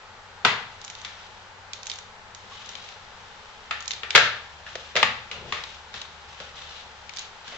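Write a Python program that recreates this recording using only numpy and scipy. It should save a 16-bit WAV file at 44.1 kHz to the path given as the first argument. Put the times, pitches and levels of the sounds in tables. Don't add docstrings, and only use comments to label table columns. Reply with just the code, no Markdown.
import sys
import numpy as np
from scipy import signal
from scipy.fft import rfft, irfft, next_fast_len
from scipy.io import wavfile
from scipy.ndimage import uniform_filter1d

SR = 44100
rng = np.random.default_rng(int(sys.argv[2]) if len(sys.argv) > 2 else 0)


def dump_mix(stems):
    frames = np.atleast_2d(stems).T
    limited = np.clip(frames, -1, 1)
    pcm = np.round(limited * 32767).astype(np.int16)
    wavfile.write(sys.argv[1], SR, pcm)


N = 333837
TAIL_SAMPLES = SR // 2


def from_db(db):
    return 10 ** (np.asarray(db) / 20)


def unit_energy(x):
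    return x / np.sqrt(np.mean(np.sum(x ** 2, axis=-1)) + 1e-20)


def at_hz(points, hz):
    known_hz, values = np.transpose(points)
    return np.interp(np.log(np.maximum(hz, 1)), np.log(known_hz), values)


def pan(left_db):
    return from_db(np.array([[left_db], [-left_db]]) / 2)


def add(track, s, sound):
    start = round(s * SR)
    track[..., start:start + sound.shape[-1]] += sound[..., :N - start]


def envelope(rows, attack_s, release_s):
    t = np.arange(N) / SR
    gain = 0
    for s, length_s, db in rows:
        rise = np.clip((t - s) / attack_s + .5, 0, 1)
        fall = np.exp(-np.maximum(t - s - length_s, 0) / release_s)
        gain += from_db(db) * rise * fall
    return gain


def struck(resonances):
    t = np.arange(SR // 12) / SR
    modes = [(-1) ** k * from_db(db) * width * np.exp(-np.pi * width * t) * np.sin(2 * np.pi * hz * t)
             for k, (hz, width, db) in enumerate(resonances)]
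    return unit_energy(sum(modes))


def low_cut(x, hz):
    return signal.sosfilt(signal.butter(2, hz, "high", fs=SR, output="sos"), x)


# f/Hz, correlation
LIKENESS = [(100, 1), (500, 1), (900, 0.86), (1500, 0.47), (2600, -0.078), (7000, 0.42)]


def noise(size, likeness=LIKENESS, spectrum=None):
    hz = np.fft.rfftfreq(next_fast_len(size) * 2, 1 / SR)[::2]
    alike = np.clip(at_hz(likeness, hz), -1, 1)
    mid, side = rng.standard_normal((2, len(hz))) + 1j * rng.standard_normal((2, len(hz)))
    both = np.sqrt(1 + alike) * mid + np.sqrt(1 - alike) * side * [[1], [-1]]
    colour = from_db(at_hz(spectrum, hz)) if spectrum else 1
    out = irfft(both * colour, next_fast_len(size))[:, :size]
    return out / out.std()


# f/Hz, correlation
AIR_SPECTRUM = [(20, -2), (45, -1), (90, 1), (140, -6), (200, -5), (350, -5.5), (520, -1.5), (680, -3),
                (850, 5), (1000, 0), (1400, 1.5), (2300, -4.5), (4000, -7.5), (7500, -15.5)]
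AIR_LIKENESS = [(80, 0.72), (200, 0.72), (520, 0.68), (890, 0.85), (1500, 0.3), (2600, 0.057), (7000, .25)]
# t/s, length/s, f/Hz, sag/(Hz/s), level/dB
FAR_HUM = [(0, 3.35, 95.1, 0.0095, -62.5), (3.682, 3.39, 75.46, .8, -58.5)]


def room_tone(air_db=-45.5, octave_db=-12.5):
    t, hum = np.arange(N) / SR, 0
    for s, length_s, hz, sag_hz_per_s, db in FAR_HUM:
        phase = 2 * np.pi * np.cumsum(hz - sag_hz_per_s * (t - s)) / SR
        level = np.sqrt(2) * envelope([(s, length_s, db)], attack_s=.1, release_s=.1)
        hum += level * (np.sin(phase) + from_db(octave_db) * np.sin(2 * phase))
    return (hum + from_db(air_db) * noise(N, AIR_LIKENESS, AIR_SPECTRUM)) * pan(left_db=3.0)


# f/Hz, width/Hz, level/dB
FLOOR_BOOM = [(110.7, 12, -3.5), (244, 80, -7)]
FLOOR_THUD = [(497, 88, -3), (634, 116, 0), (759, 130, -5)]
HEAD_CLACK = [(880, 127, -2.5), (1285, 410, 1), (1717, 295, 3), (1913, 340, 4.5), (2730, 730, 0.5)]
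HEAD_CRACK = [(3290, 700, 7), (5080, 3000, -0.5), (6490, 750, 1.5)]
# most land on the floor, the lightest are taps on the pole; # t/s,
# relative level/dB, boom trim/dB, thud trim/dB, crack trim/dB, clack f/Hz, room send/dB
KNOCKS = [(0.4488, -6, -24, -18.5, -7.5, 2040, -0.5), (0.4527, -7.5, -27, -15.5, -15.5, 996, -0.5),
          (1.048, -27, -44, -31, 0, 2330, -2.5), (3.7094, -15.5, -39, -38, -12, 1387, -1),
          (4.0327, -21.5, -41, -18, -12.5, 1420, -1.5), (4.15, -0.5, -30, -16, -13, 2200, -3.5),
          (4.1531, -3, -27, -19.5, -13, 1390, -2), (4.1572, -4, -24, -29, -2, 1570, -3.5),
          (4.1611, -9.5, -38, -9, -1, 1860, -1), (4.1774, -4, -35, -29, -11, 1750, -2.5),
          (4.6646, -29, -36, -28, -19, 1790, -0.5), (4.7538, -24.5, -22, -4, -1.5, 1430, -8.5),
          (4.9546, -16.5, -19, -4, -8, 2060, -1), (4.9633, -10.5, -32, -17.5, -6, 2300, -2.5),
          (4.9702, -13.5, -28, -12.5, -4, 1810, -1), (5.0284, -3, -24, -45, -11.5, 1175, -4.5),
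          (5.3135, -24.5, -34.5, -18.5, -5.5, 2850, 2), (5.5229, -17.5, -35, -22, -7.5, 1100, 1),
          (5.9405, -29, -17.5, -15, -2.5, 1820, -0.5), (6.4014, -30.5, -18, -9, -3, 2050, 0),
          (7.4789, -35, -16, -23, 1.5, 1600, -1.5), (7.5207, -34.5, -18, -11, -23, 1246, 5.5)]


def mop_head(boom_db=22.5, thud_db=20.0, clack_db=17.5, crack_db=20.0, cushion_s=0.00314, spot_db=-2):
    boom = from_db(boom_db) * low_cut(struck(FLOOR_BOOM), hz=60)
    crack = from_db(crack_db) * low_cut(struck(HEAD_CRACK), hz=2000)
    boards, head = struck(FLOOR_THUD), struck(HEAD_CLACK)
    out, room_side = np.zeros((2, N)), pan(left_db=4.0)
    for s, db, boom_trim, thud_trim, crack_trim, clack_hz, room_db in KNOCKS:
        thud_hz = 482 - 8 * thud_trim
        ring_db = -23.5 - 0.43 * boom_trim
        board_spot = struck([(thud_hz, 60, 0)])
        head_spot = from_db(spot_db) * struck([(clack_hz, 200, 0)])
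        thud = from_db(thud_db + thud_trim) * unit_energy(low_cut(boards + board_spot, hz=393))
        clack = from_db(clack_db) * unit_energy(low_cut(head + head_spot, hz=720))
        blow = from_db(db) * (from_db(boom_trim) * boom + thud + clack + from_db(crack_trim) * crack)
        add(out, s - cushion_s, from_db(db - 7) * thud)
        add(out, s, nearby(blow, decay_s=0.0038, straight=0.65) * pan(left_db=3.5))
        add(out, s, from_db(db + clack_db + ring_db) * pole_ring() * room_side)
        add(out, s, from_db(room_db) * bedroom(blow) * room_side)
    return out


# f/Hz, level/dB, t60/s
POLE_MODES = [(1184, -0.5, 0.54), (1330, -0.5, .42), (1400, 1.5, 0.49), (1507, -1.5, 0.37), (1620, 0, 0.52),
              (1760, 1, 0.6), (1830, -1, .55), (2188, 0, .5), (2236, -4, .3), (2457, -2.5, .4),
              (2640, -2, 0.36), (3630, -5, .42)]


def pole_ring(swell_s=0.011):
    t = np.arange(TAIL_SAMPLES) / SR
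    phases = rng.uniform(0, 2 * np.pi, (len(POLE_MODES), 2, 1))
    modes = sum(from_db(db - 60 * t / t60) * np.sin(2 * np.pi * hz * t + phase)
                for (hz, db, t60), phase in zip(POLE_MODES, phases))
    return unit_energy(modes * (1 - np.exp(-t / swell_s)))


def nearby(sound, decay_s, straight, arrive_s=0.00046):
    t = np.arange(SR // 30) / SR
    swell = np.exp(-t / decay_s) * (1 - np.exp(-t / arrive_s))
    paths = unit_energy(noise(len(t)) * swell)
    paths[[0, 1], [0, 4]] += straight
    return signal.fftconvolve(sound[None], unit_energy(paths), axes=1)


# f/Hz, t60/s
ROOM_T60 = [(100, 0.72), (260, 0.4), (700, 0.5), (1800, 0.48), (4000, 0.48), (7500, 0.34)]


def bedroom(sound, build_s=0.0033):
    t = np.arange(TAIL_SAMPLES) / SR
    echoes, hz = rfft(noise(TAIL_SAMPLES)), np.fft.rfftfreq(TAIL_SAMPLES, 1 / SR)
    centres_hz = 125 * 2. ** np.arange(7)
    tail = 0
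    for centre, share in zip(centres_hz, np.eye(len(centres_hz))):
        band = irfft(echoes * at_hz(list(zip(centres_hz, share)), hz), TAIL_SAMPLES)
        tail += band * from_db(-60 * t / at_hz(ROOM_T60, centre))
    tail = unit_energy(tail * (1 - np.exp(-t / build_s)))
    return signal.fftconvolve(sound[None], tail, axes=1)[:, :N]


# f/Hz, density/dB
SWISH_SPECTRUM = [(300, -14.5), (800, -9.5), (1200, -5.5), (1800, -4), (2400, -2), (2950, 2), (3700, 1),
                  (4500, -4.5), (5600, -5), (7500, -12.5), (10000, -51)]
RASP_SPECTRUM = [(1500, -38), (2800, -9.5), (3400, -1), (3900, 3.5), (4500, -6.5), (5200, -17), (7000, -24),
                 (10000, -43.5)]
SCUFF_SPECTRUM = [(50, -8), (130, 0.5), (220, -7.5), (500, -2), (800, -11), (1500, -19), (4000, -60)]
# t/s, length/s, level/dB, rasp re swish/dB
STROKES = [(0.977, .28, -48, -27), (2.502, 0.42, -45, -9), (3.753, .22, -50, -28), (4.66, 0.25, -45.5, -25),
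           (5.454, 0.3, -44.5, -22), (5.94, 0.044, -40.5, -5), (6.27, 0.22, -47.5, -22),
           (6.555, 0.26, -44, -5.5), (7.154, .06, -40, -20), (7.447, 0.095, -43.5, -25)]
# t/s, length/s, level/dB
SHIFTS = [(0.587, 0.84, -53.5), (2.38, 5.2, -52.5)]
DRAG = [(5.334, .22, -45.5)]


def cloth_pad(catches_per_s=130, catch_db=-11.0, grain_db=1.5):
    pushes = [(s, length_s, db) for s, length_s, db, _ in STROKES]
    rasps = [(s, length_s, db + rasp_db) for s, length_s, db, rasp_db in STROKES]
    push, shift, edge, drag = [envelope(rows, attack_s=0.045, release_s=0.065)
                               for rows in (pushes, SHIFTS, rasps, DRAG)]
    grain = uniform_filter1d(rng.standard_normal(N), size=256)
    friction = from_db(grain_db * grain / grain.std())
    catches = (rng.random(N) < catches_per_s / SR) * rng.standard_normal(N)
    ticks = nearby(low_cut(catches, hz=3000), decay_s=0.001, straight=.7)[:, :N]
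    swish = noise(N, spectrum=SWISH_SPECTRUM) * friction + from_db(catch_db) * ticks / ticks.std()
    scuff = drag * noise(N, spectrum=SCUFF_SPECTRUM)
    rasp = edge * noise(N, spectrum=RASP_SPECTRUM)
    return (np.maximum(push, shift) * swish + (scuff + rasp) * friction) * pan(left_db=5.0)


# t/s, length/s, relative slip level/dB
CREAKS = [(0.819, .1, -28), (0.952, 0.064, -33), (1.828, .16, -29), (2.658, .07, -31), (3.801, .1, -28.5),
          (7.141, .09, -27)]


def creak_slips(gap_s=.026, jitter=.2, spread_db=3, spread_octaves=.2, top_db=-7.5, left_db=-0.5):
    rows = []
    for start_s, length_s, db in CREAKS:
        for k, (late, strong, high, bright) in enumerate(rng.standard_normal(size=(12, 4))):
            if k * gap_s < length_s:
                s = start_s + gap_s * (k + jitter * late)
                hz = 3760 * 2 ** (spread_octaves * high)
                rows.append((s, db + spread_db * strong, hz, top_db + spread_db * bright, left_db))
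    return rows


# f/Hz, width/Hz, level/dB
SOCKET_MODES = [(2490, 51, 1.5), (3530, 49, 8.5), (3850, 55, 3), (5050, 55, -0.5)]
RIM_MODES = [(6140, 2500, -2), (6940, 1600, 0)]
# t/s, relative level/dB, f/Hz, top trim/dB, leftward trim/dB
SNAPS = [(0.847, -24.5, 4240, 4, 1), (1.733, -19, 4000, -10, -1), (1.8682, -21, 3460, -2, -1),
         (1.8981, -17.5, 4300, -34, -7), (1.915, -20, 3800, -19, -2), (2.3476, -27.5, 4260, -4, 2),
         (2.6908, -26, 3460, -6, -3), (2.7526, -25.5, 3560, -27, 12), (2.8884, -29, 2750, -20, 3),
         (3.8783, -17, 3980, 3, -3), (3.9075, -14.5, 3150, -16, 1), (3.9157, -20, 3930, -21, -8),
         (3.9347, -21.5, 3930, -29, 5), (4.1056, -12, 3030, -29, 2), (5.6373, -22, 3480, -39, 3),
         (6.0154, -22, 3646, -23, 0), (7.0933, -25.5, 3000, -21, 9), (7.1701, -22, 5100, -23, -5),
         (7.1854, -22.5, 4040, -22, 3)]


def swivel(level_db=15.0, snap_width_hz=2000, top_db=2.0, room_db=-6):
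    socket = struck(SOCKET_MODES)
    rim = from_db(top_db) * low_cut(struck(RIM_MODES), hz=3500)
    near, into_room = np.zeros((2, N)), np.zeros(N)
    for s, db, hz, top_trim, left_db in list(SNAPS) + creak_slips():
        snap = low_cut(struck([(hz, snap_width_hz, 0)]), hz=2440)
        clink = from_db(-14.5 - 0.16 * top_trim) * socket
        click = from_db(db + level_db) * unit_energy(snap + from_db(top_trim) * rim + clink)
        add(near, s, nearby(click, decay_s=0.002, straight=0.47) * pan(left_db))
        add(into_room, s, from_db(room_db) * click)
    return near * pan(left_db=1.0) + bedroom(into_room) * pan(left_db=4.5)


# middle t/s, f/Hz, level/dB, length/s
SQUEAKS = [(2.523, 1120, -42.5, 0.021)]


def pad_squeak(room_db=-13.0):
    out = np.zeros(N)
    for s, hz, db, length_s in SQUEAKS:
        t = np.arange(round(length_s * SR)) / SR
        tone = np.sqrt(2) * np.sin(2 * np.pi * hz * t)
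        add(out, s - length_s / 2, from_db(db) * np.hanning(len(t)) * tone)
    return (out + from_db(room_db) * bedroom(out)) * pan(left_db=3.0)


def scene():
    return mop_head() + cloth_pad() + pad_squeak() + room_tone() + swivel()


def record(dry, top_hz=7750, left_top_hz=4800, hollow_hz=(258, 345), cutoff_hz=19000):
    left, right = signal.sosfilt(signal.butter(26, top_hz, fs=SR, output="sos"), dry)
    left = signal.lfilter(*signal.butter(1, left_top_hz, fs=SR), left)
    clipped = np.clip([left, right], -1, 1)
    hollow = signal.sosfilt(signal.butter(2, hollow_hz, "bandstop", fs=SR, output="sos"), clipped)
    return signal.sosfilt(signal.butter(12, cutoff_hz, fs=SR, output="sos"), hollow)


dry = scene()
out = record(dry)
dump_mix(out)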